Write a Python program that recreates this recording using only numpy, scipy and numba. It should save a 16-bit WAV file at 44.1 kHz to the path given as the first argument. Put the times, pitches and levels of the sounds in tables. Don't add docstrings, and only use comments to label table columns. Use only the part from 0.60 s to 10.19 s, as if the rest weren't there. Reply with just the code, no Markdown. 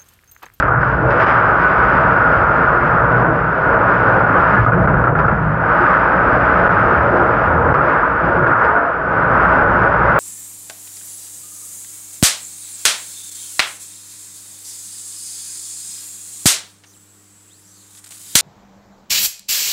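import sys
import numpy as np
from scipy import signal
from scipy.fft import rfft, irfft
from scipy.io import wavfile
from scipy.ndimage import uniform_filter1d, minimum_filter1d
from numba import njit

SR = 44100
rng = np.random.default_rng(int(sys.argv[2]) if len(sys.argv) > 2 else 0)


def to_wav(s):
    ch = np.atleast_2d(s).T
    pcm = np.round(np.clip(ch, -1, 1) * 32767)
    wavfile.write(sys.argv[1], SR, pcm.astype(np.int16))


def linear_from_db(decibels):
    return 10 ** (np.asarray(decibels, float) / 20)


N = 422919
HZ = np.fft.rfftfreq(N, 1 / SR) + 1e-3
T = np.arange(N) / SR

# (time [s], depth [dB], fall [s], hold [s])
SAGS = [(0, 5.5, 0.011, 0.069), (.09, 14, 0.013, 0.044), (.25, 8, 0.084, 0.14), (2.25, 3.5, 0.064, 0.18),
        (2.62, 7.5, 0.037, 0.2), (3.5, 2, .1, 0.13), (3.96, 6.5, .01, 0.089), (4.1, 7.5, 0.045, 0.26),
        (4.46, 12.5, 0.049, .04), (4.6, 12, 0.18, 0.096), (5.42, 1, 0.049, 0.053), (6.4, 3, 0.095, 0.23),
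        (6.8, 5, 0.11, 0.13), (7.25, 7.5, 0.26, 0.062), (7.75, 6.5, 0.051, 0.22), (8.07, 9, 0.22, 0.15),
        (8.9, 0.5, 0.14, 0.041), (9.3, -1.5, 0.079, .1)]
SAG_RELEASE_S = 0.32
# (time [s], length [s], low boom level [dB], high boom level [dB],
# tank slosh level [dB])
SLIDES = [(0, 0.4, -24, -50, -42), (0.108, 0.051, -13.5, -35.5, -24), (0.468, 0.2, -29, -28.5, -18.5),
          (.7, 0.19, -20.5, -43, -46), (1.442, 0.32, -19.5, -27.5, -34), (2.366, 0.34, -21, -39, -23),
          (3.19, 0.56, -18.5, -24, -17), (3.95, 0.154, -17, -36, -32), (4.133, 0.22, -16, -15.5, -16),
          (4.48, 0.424, -19.5, -21.5, -31.5), (4.53, 0.16, -23.5, -24.5, -20),
          (2.655, 0.081, -26, -25, -19.5), (5.2, 0.23, -41.5, -26, -22), (5.645, 0.47, -24.5, -26.5, -21.5),
          (6.086, 0.3, -18.5, -23.5, -19.5), (6.517, 0.069, -25, -27, -15), (6.952, 0.23, -27, -22.5, -17),
          (7.441, 0.12, -32.5, -39.5, -24), (7.69, 0.33, -25.5, -33.5, -19.5),
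          (8.739, 0.46, -23.5, -23, -21.5)]


def band(lo_hz, hi_hz, colour=0.99, order=4):
    highpass = 1 + (lo_hz / HZ) ** (2 * order)
    lowpass = 1 + (HZ / hi_hz) ** (2 * order)
    response = colour / np.sqrt(highpass * lowpass)
    return irfft(rfft(rng.standard_normal(N)) * response, N)


def walk(rate):
    k = int(SR / rate)
    steps = np.repeat(rng.standard_normal(N // 200 + 1), k)[:N]
    smooth = uniform_filter1d(uniform_filter1d(steps, k), k)
    return smooth / smooth.std()


@njit
def ring(x, hz, width):
    y, b, l = np.empty(len(x)), 0., 0.
    for i in range(len(x)):
        g, k = np.tan(np.pi * hz[i] / SR), width / hz[i]
        v = (b + g * (x[i] - l)) / (1 + g * (g + k))
        b, l, y[i] = 2 * v - b, l + 2 * g * v, k * v
    return y


def hold(s, length, attack, release):
    rise = (T - s) / attack
    fall = 1 + (s + attack + length - T) / release
    return np.clip(np.minimum(rise, fall), 0, 1)


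def dips(events, release):
    return -np.max([db * hold(s, held, fall, release) for s, db, fall, held in events], axis=0)


def swollen(steady_db, events, axis):
    attack_s, release_s = 0.13, 0.19
    extra = 0
    for row in events:
        swell = hold(row[0] - attack_s, row[1], attack_s, release_s)
        extra = extra + (linear_from_db(row[axis]) * swell) ** 2
    return 10 * np.log10(linear_from_db(steady_db) ** 2 + extra)


def table():
    # (frequency [Hz], level re hum [dB])
    motor = [(58.3, -2), (119.5, -8.5), (173.4, -10.5), (139.4, -4.5), (216.3, -11), (291.4, -7.5),
             (159.3, -5), (80, -12), (822, -13), (648, -12), (955, -14.5), (69.6, -11), (1954, -15)]
    # (time [s], depth [dB], fall [s], hold [s])
    low_drops = [
        (4.44, 8, .04, .04),
        (6.5, -2.5, .08, 0.068),
        (7.2, 4.5, 0.074, 0.12),
        (7.88, 11, 0.033, 0.35),
    ]
    # (time [s], length [s], level [dB])
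    shakes = [
        (0, 0.081, -22),
        (0.345, 0.17, -27.5),
        (1.198, 0.28, -30),
        (3.858, 0.2, -30.5),
        (4.212, 0.16, -23),
        (4.618, 0.17, -27),
        (8.9, 0.36, -34),
        (9.406, 0.22, -25.5),
    ]
    low_boom_db, high_boom_db, hum_db = -27.5, -25.5, -28.5
    sag_share = 0.45
    quiet_db = sag_share * dips(SAGS, SAG_RELEASE_S) + dips(low_drops, 0.22)
    low_db = swollen(low_boom_db + quiet_db, SLIDES, axis=2)
    high_db = swollen(high_boom_db + quiet_db, SLIDES, axis=3)
    hum_db = swollen(hum_db + quiet_db, shakes, axis=2)

    shake = band(76, 190)
    low = ring(shake, 120 + 3 * walk(4), 13.)
    high = ring(shake, 168 + 9 * walk(3), 28.)
    booms = linear_from_db(low_db + 4.0) * low / low.std() + linear_from_db(high_db + 5.5) * high / high.std()

    tones = np.zeros(N)
    for hz, db in motor:
        cycles = hz * T + 0.09 * walk(12)
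        tones += np.sqrt(2) * linear_from_db(db + 1.4 * walk(7)) * np.sin(2 * np.pi * cycles)
    rumble = band(34, 82, order=3)
    return booms + linear_from_db(hum_db + 5.0) * (tones + 0.81 * rumble / rumble.std())


def washer():
    # (frequency [Hz], width [Hz], gain [dB])
    tank = [(242, 13, -5), (255, 65, 5), (351, 3.7, 9), (464, 26, 5.5), (523, 48, 4), (576.4, 22, 5.5),
            (640, 40, 6), (692, 15, -4), (843, 15, 5), (888, 47, -6), (908, 12, 6), (980, 120, 2.5),
            (1040, 30, -2), (1227, 64, 2), (1379, 23, 3.5), (1426, 15, 1), (1410, 11, 1), (1510, 12, 2),
            (1568, 23, 2), (1280, 25, 2), (1798, 30, 3.5)]
    # (time [s], length [s], drumming level [dB], mist level [dB])
    splashes = [(0.111, 0.086, -16, -60.5), (0.567, 0.3, -16.5, -41.5), (1.367, 0.27, -12, -46.5),
                (3.235, 0.037, -9.5, -41.5), (3.464, 0.17, -15.5, -49.5), (3.83, 0.13, -14, -39),
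                (5.222, 0.088, -21, -45), (5.831, 0.53, -35, -46), (7.923, 0.12, -13, -46.5),
                (9.207, 0.082, -15.5, -48.5), (7.558, .1, -30, -70), (0.995, 0.17, -14.5, -42.5)]
    spray_db, slosh_db, mist_db = -12.5, -16.5, -41.5
    spray_share, slosh_share = 0.79, 0.79
    sag_db = dips(SAGS, SAG_RELEASE_S)
    spray_db = swollen(spray_db + spray_share * sag_db, splashes, axis=2)
    mist_db = swollen(mist_db + sag_db, splashes, axis=3)
    slosh_db = swollen(slosh_db + slosh_share * sag_db, SLIDES, axis=4)

    modes = 1 + sum((linear_from_db(db) - 1) / (1 + (2 * (HZ - hz) / width) ** 2) for hz, width, db in tank)
    surge = walk(9)
    slosh = linear_from_db(slosh_db + 17.0 + 0.62 * walk(14)) * band(235, 920, modes)
    jets = linear_from_db(spray_db + 15.5 + 1.3 * surge) * band(926, 1900, modes)
    whistle = linear_from_db(spray_db + 24.0) * ring(rng.standard_normal(N), 1475 + 25 * walk(3), 22.)
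    mist = linear_from_db(mist_db + 44.5 + 0.25 * surge + 1.1 * walk(11)) * band(1900, 12000)
    return slosh + jets + whistle + mist


def rings():
    # (time [s], level [dB], frequency [Hz], decay t60 [s])
    ringing_ware = [(4.6, -18.5, 980, 0.3), (4.7, -27.5, 210, 1.3), (3.4, -23, 170, 0.33),
                    (2.669, -20, 322, 0.37), (2.9, -24.5, 410, 0.6), (3.8, -26.5, 77, 0.68),
                    (4.1, -27, 120, 0.52), (3.9815, -11, 111, 0.42), (3.987, -19, 59, 0.82),
                    (8.8, -22, 89.8, 0.26), (6.868, -15, 86, 0.18), (5.2, -17, 350, 0.3),
                    (10, -19, 320, 0.24), (8.03, -20, 485, 0.32), (6.01, -16.5, 650, .15),
                    (7.8, -18.5, 140, .3), (8.02, -29, 73, 0.68), (6.36, -16.5, 76, 0.42),
                    (7.8, -23.5, 140, 0.6), (4.588, -5, 4800, .06), (0.41, -18, 125, .35),
                    (4.2, -18.5, 460, 0.19), (4.47, -21.5, 300, 0.19), (3.962, -10, 1700, 0.17),
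                    (3.9, -16.5, 200, 0.33)]
    out = np.zeros(N)
    for s, db, hz, t60 in ringing_ware:
        t = np.maximum(T - s, 0)
        swell = 1 - np.exp(-t / 0.0087)
        fade = linear_from_db(db + 11.5 - 60 * t / t60 + 3.2 * walk(40))
        waver = .2 * (hz / 400) ** .5 * walk(26)
        out += fade * swell * np.sin(2 * np.pi * (hz * t + waver))
    return out


def scrapes():
    # (time [s], length [s], start frequency [Hz], end frequency [Hz], level [dB])
    dragged_trays = [(0.411, .09, 299, 353, -20), (0.417, .07, 440, 454, -19.5),
                     (0.444, .14, 563, 594, -25.5), (0.527, 0.037, 470, 487, -20), (.53, .1, 325, 359, -19),
                     (0.582, 0.037, 640, 661, -16.5), (0.632, .06, 793, 810, -21.5),
                     (.38, .1, 130, 110, -21), (4.26, 0.051, 190, 172, -13),
                     (2.366, 0.34, 111.9, 121, -19.5), (6.92, .22, 82, 80, -17.5),
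                     (7.76, 0.11, 354, 351.4, -18.5), (8.07, .22, 692, 678, -21),
                     (8.082, .12, 942, 930, -21), (8.08, 0.093, 425, 438, -24.5),
                     (6.91, .12, 163.6, 152, -23.5), (4.069, .03, 980, 960, -20),
                     (4.14, .05, 400, 360, -20.5), (4.198, 0.0304, 700, 650, -22),
                     (4.278, 0.027, 331, 300, -18.5), (4.47, .03, 747, 702, -20.5),
                     (6.53, .07, 339, 345, -19.5), (6.53, .07, 590, 600, -19.5)]
    edge_s, judder_db = .014, 3.0
    out = np.zeros(N)
    for s, length, from_hz, to_hz, db in dragged_trays:
        hz = np.interp(T, [s, s + length], [from_hz, to_hz])
        cycles = np.cumsum(hz) / SR + .15 * (to_hz / 400) ** .5 * walk(30)
        judder = linear_from_db(db + 4.5 + judder_db * walk(60))
        out += judder * hold(s, length, edge_s, edge_s) * np.sin(2 * np.pi * cycles)
    return out


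def ducking():
    # (time [s], duck depth [dB])
    hard_knocks = [(.024, 9), (.078, 6), (.107, 4), (.660, 5), (2.644, 5), (3.966, 4), (4.063, 16),
                   (4.120, 10), (4.274, 13), (4.440, 4), (4.471, 7), (4.551, 6), (4.681, 7), (6.093, 13),
                   (6.405, 6), (7.142, 12), (7.209, 5), (7.865, 5)]
    ahead_s, recovery_s = .014, .007
    db = np.zeros(N)
    for s, duck_db in hard_knocks:
        fall = np.clip(1 + (T - s) / ahead_s, 0, 1) ** .6
        db -= duck_db * fall * np.exp(-np.maximum(T - s, 0) / recovery_s)
    return linear_from_db(db)


def clacks():
    # (time [s], level [dB], length [s])
    wet_trays = [(0.019, 7, 0.023), (0.074, -4, 0.016), (0.206, 0, 0.19), (0.504, 9.5, 0.042),
                 (0.598, 12.5, 0.06), (0.664, 9.5, 0.066), (0.745, 2.5, 0.013), (4.052, -8, 0.012),
                 (4.137, -0.5, 0.018), (4.481, -8.5, 0.017), (4.582, 2, 0.018), (4.663, -1.5, 0.021),
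                 (6.563, 1.5, 0.037), (7.139, 10.5, 0.022), (4.052, 3, .008), (1.844, 2, .015),
                 (2.517, 0.5, .015), (5.211, 2, 0.012), (5.853, 7, .015), (6.123, 1, .015),
                 (1.297, 3.5, 0.018), (3.837, -2.5, 0.013), (9.109, 1.5, .015), (7.289, -2.5, 0.02),
                 (7.864, 2, 0.034), (8.044, 10, 0.017)]
    shape = sum(linear_from_db(db) * (T > s) * np.exp(-((T - s) / length) ** 2) for s, db, length in wet_trays)
    hiss = band(2600, 12000, colour=(HZ / 4500) ** 0.35, order=2)
    return uniform_filter1d(shape, size=40) * hiss


def knocks():
    # (time [s], peak level [dB], ring frequency [Hz], click level re peak [dB], decay t60 [s])
    blows = [(0.024, -3, 1360, -41, 0.22), (0.079, -3, 1240, -47, 0.22), (0.107, -5, 1400, -52, 0.15),
             (0.12, -5, 1450, -52, 0.15), (0.136, -6, 1420, -52, 0.15), (0.23, -6, 1500, -48, 0.15),
             (0.956, -6, 1450, -52, 0.15), (1.575, -5, 1450, -52, 0.15), (3.083, -7, 1450, -52, 0.15),
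             (7.864, -5, 1450, -48, 0.15), (2.644, -4, 1490, -52, 0.22), (3.966, -4, 1480, -46, 0.22),
             (4.0635, -3.5, 1250, -47, 0.22), (4.12, -6, 1440, -44, 0.22), (4.135, -4, 1410, -45, 0.22),
             (4.274, -4, 1460, -49, 0.22), (4.44, -5, 1400, -47, 0.22), (4.471, -3, 1310, -46, 0.22),
             (4.552, -5.5, 1420, -49, 0.22), (4.59, -5, 1390, -41, 0.22), (4.681, -1, 1390, -45, 0.22),
             (6.093, -3, 1480, -46, 0.1), (6.405, -3, 977, -44, 0.22), (7.1425, -2.5, 1150, -40, 0.22),
             (4.34, -6, 1450, -50, 0.15), (7.209, -6, 1400, -50, 0.15)]
    ping_db, ping_rise_s, ping_t60_s = 5, .0008, .05
    out, t = np.zeros(N + SR), np.arange(SR // 2) / SR
    for s, db, hz, click_db, t60 in blows:
        thud, hiss = rng.standard_normal((2, len(t)))
        thud[0] = 6.
        fade = linear_from_db(-60 * t / max(t60, .02))
        body = 3.0 * ring(thud, hz + 0 * t, 410.0) + 3.6 * ring(thud, 520 + 0 * t, 700.)
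        bright = ring(hiss, 5000 + 0 * t, 9000.0) + 0.92 * ring(hiss, 2500 + 0 * t, 1200.)
        click = linear_from_db(click_db + 48.5) * bright * np.sqrt(fade)
        ping_fade = linear_from_db(ping_db - 60 * t / ping_t60_s) * (1 - np.exp(-t / ping_rise_s))
        ping = ping_fade * np.sin(2 * np.pi * hz * t)
        at = int((s - .0005) * SR)
        out[at:at + len(t)] += linear_from_db(db - 2.5) * (fade * (body + click) + ping)
    return out[:N]


def scene():
    steady = washer() + table() + rings() + scrapes()
    return (steady * ducking() + knocks() + clacks())[None]


def case_filter(x):
    # (frequency [Hz], level [dB])
    case = [(15, -22), (45, -5), (250, -7.5), (1080, -3.5), (1300, -0.5), (1490, -3), (1620, -4.5),
            (1850, -13), (2600, -26), (3800, -45.5), (4400, -51), (4850, -46), (6000, -59), (8300, -75),
            (10000, -97)]
    hz, db = np.transpose(case)
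    grid_hz = np.fft.rfftfreq(8192, 1 / SR) + 1e-3
    cepstrum = irfft(np.log(linear_from_db(np.interp(np.log(grid_hz), np.log(hz), db))))
    cepstrum[1:4096] *= 2
    cepstrum[4097:] = 0
    impulse = irfft(np.exp(rfft(cepstrum)))
    return irfft(rfft(x) * rfft(impulse, N), N)


@njit
def recover(gain, step):
    y, g = np.empty(len(gain)), 1.
    for i in range(len(gain)):
        g = min(gain[i], g + (1 - g) * step)
        y[i] = g
    return y


def limiter(x):
    ceiling, ahead_s, release_s = 0.78, 0.013, .06
    ahead = int(ahead_s * SR)
    needed = np.minimum(1, ceiling / (np.abs(x) + 1e-9))
    room = minimum_filter1d(needed, ahead, origin=-(ahead // 2) + 1)
    gain = uniform_filter1d(recover(room, 1 / (release_s * SR)), ahead, origin=ahead // 2 - 1)
    return x * gain


def top_cut(x):
    return signal.sosfilt(signal.butter(12, 8270, fs=SR, output="sos"), x)


def record(dry):
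    mix = limiter(case_filter(dry[0]))[None]
    return top_cut(mix)


dry = scene()
out = record(dry)
to_wav(out)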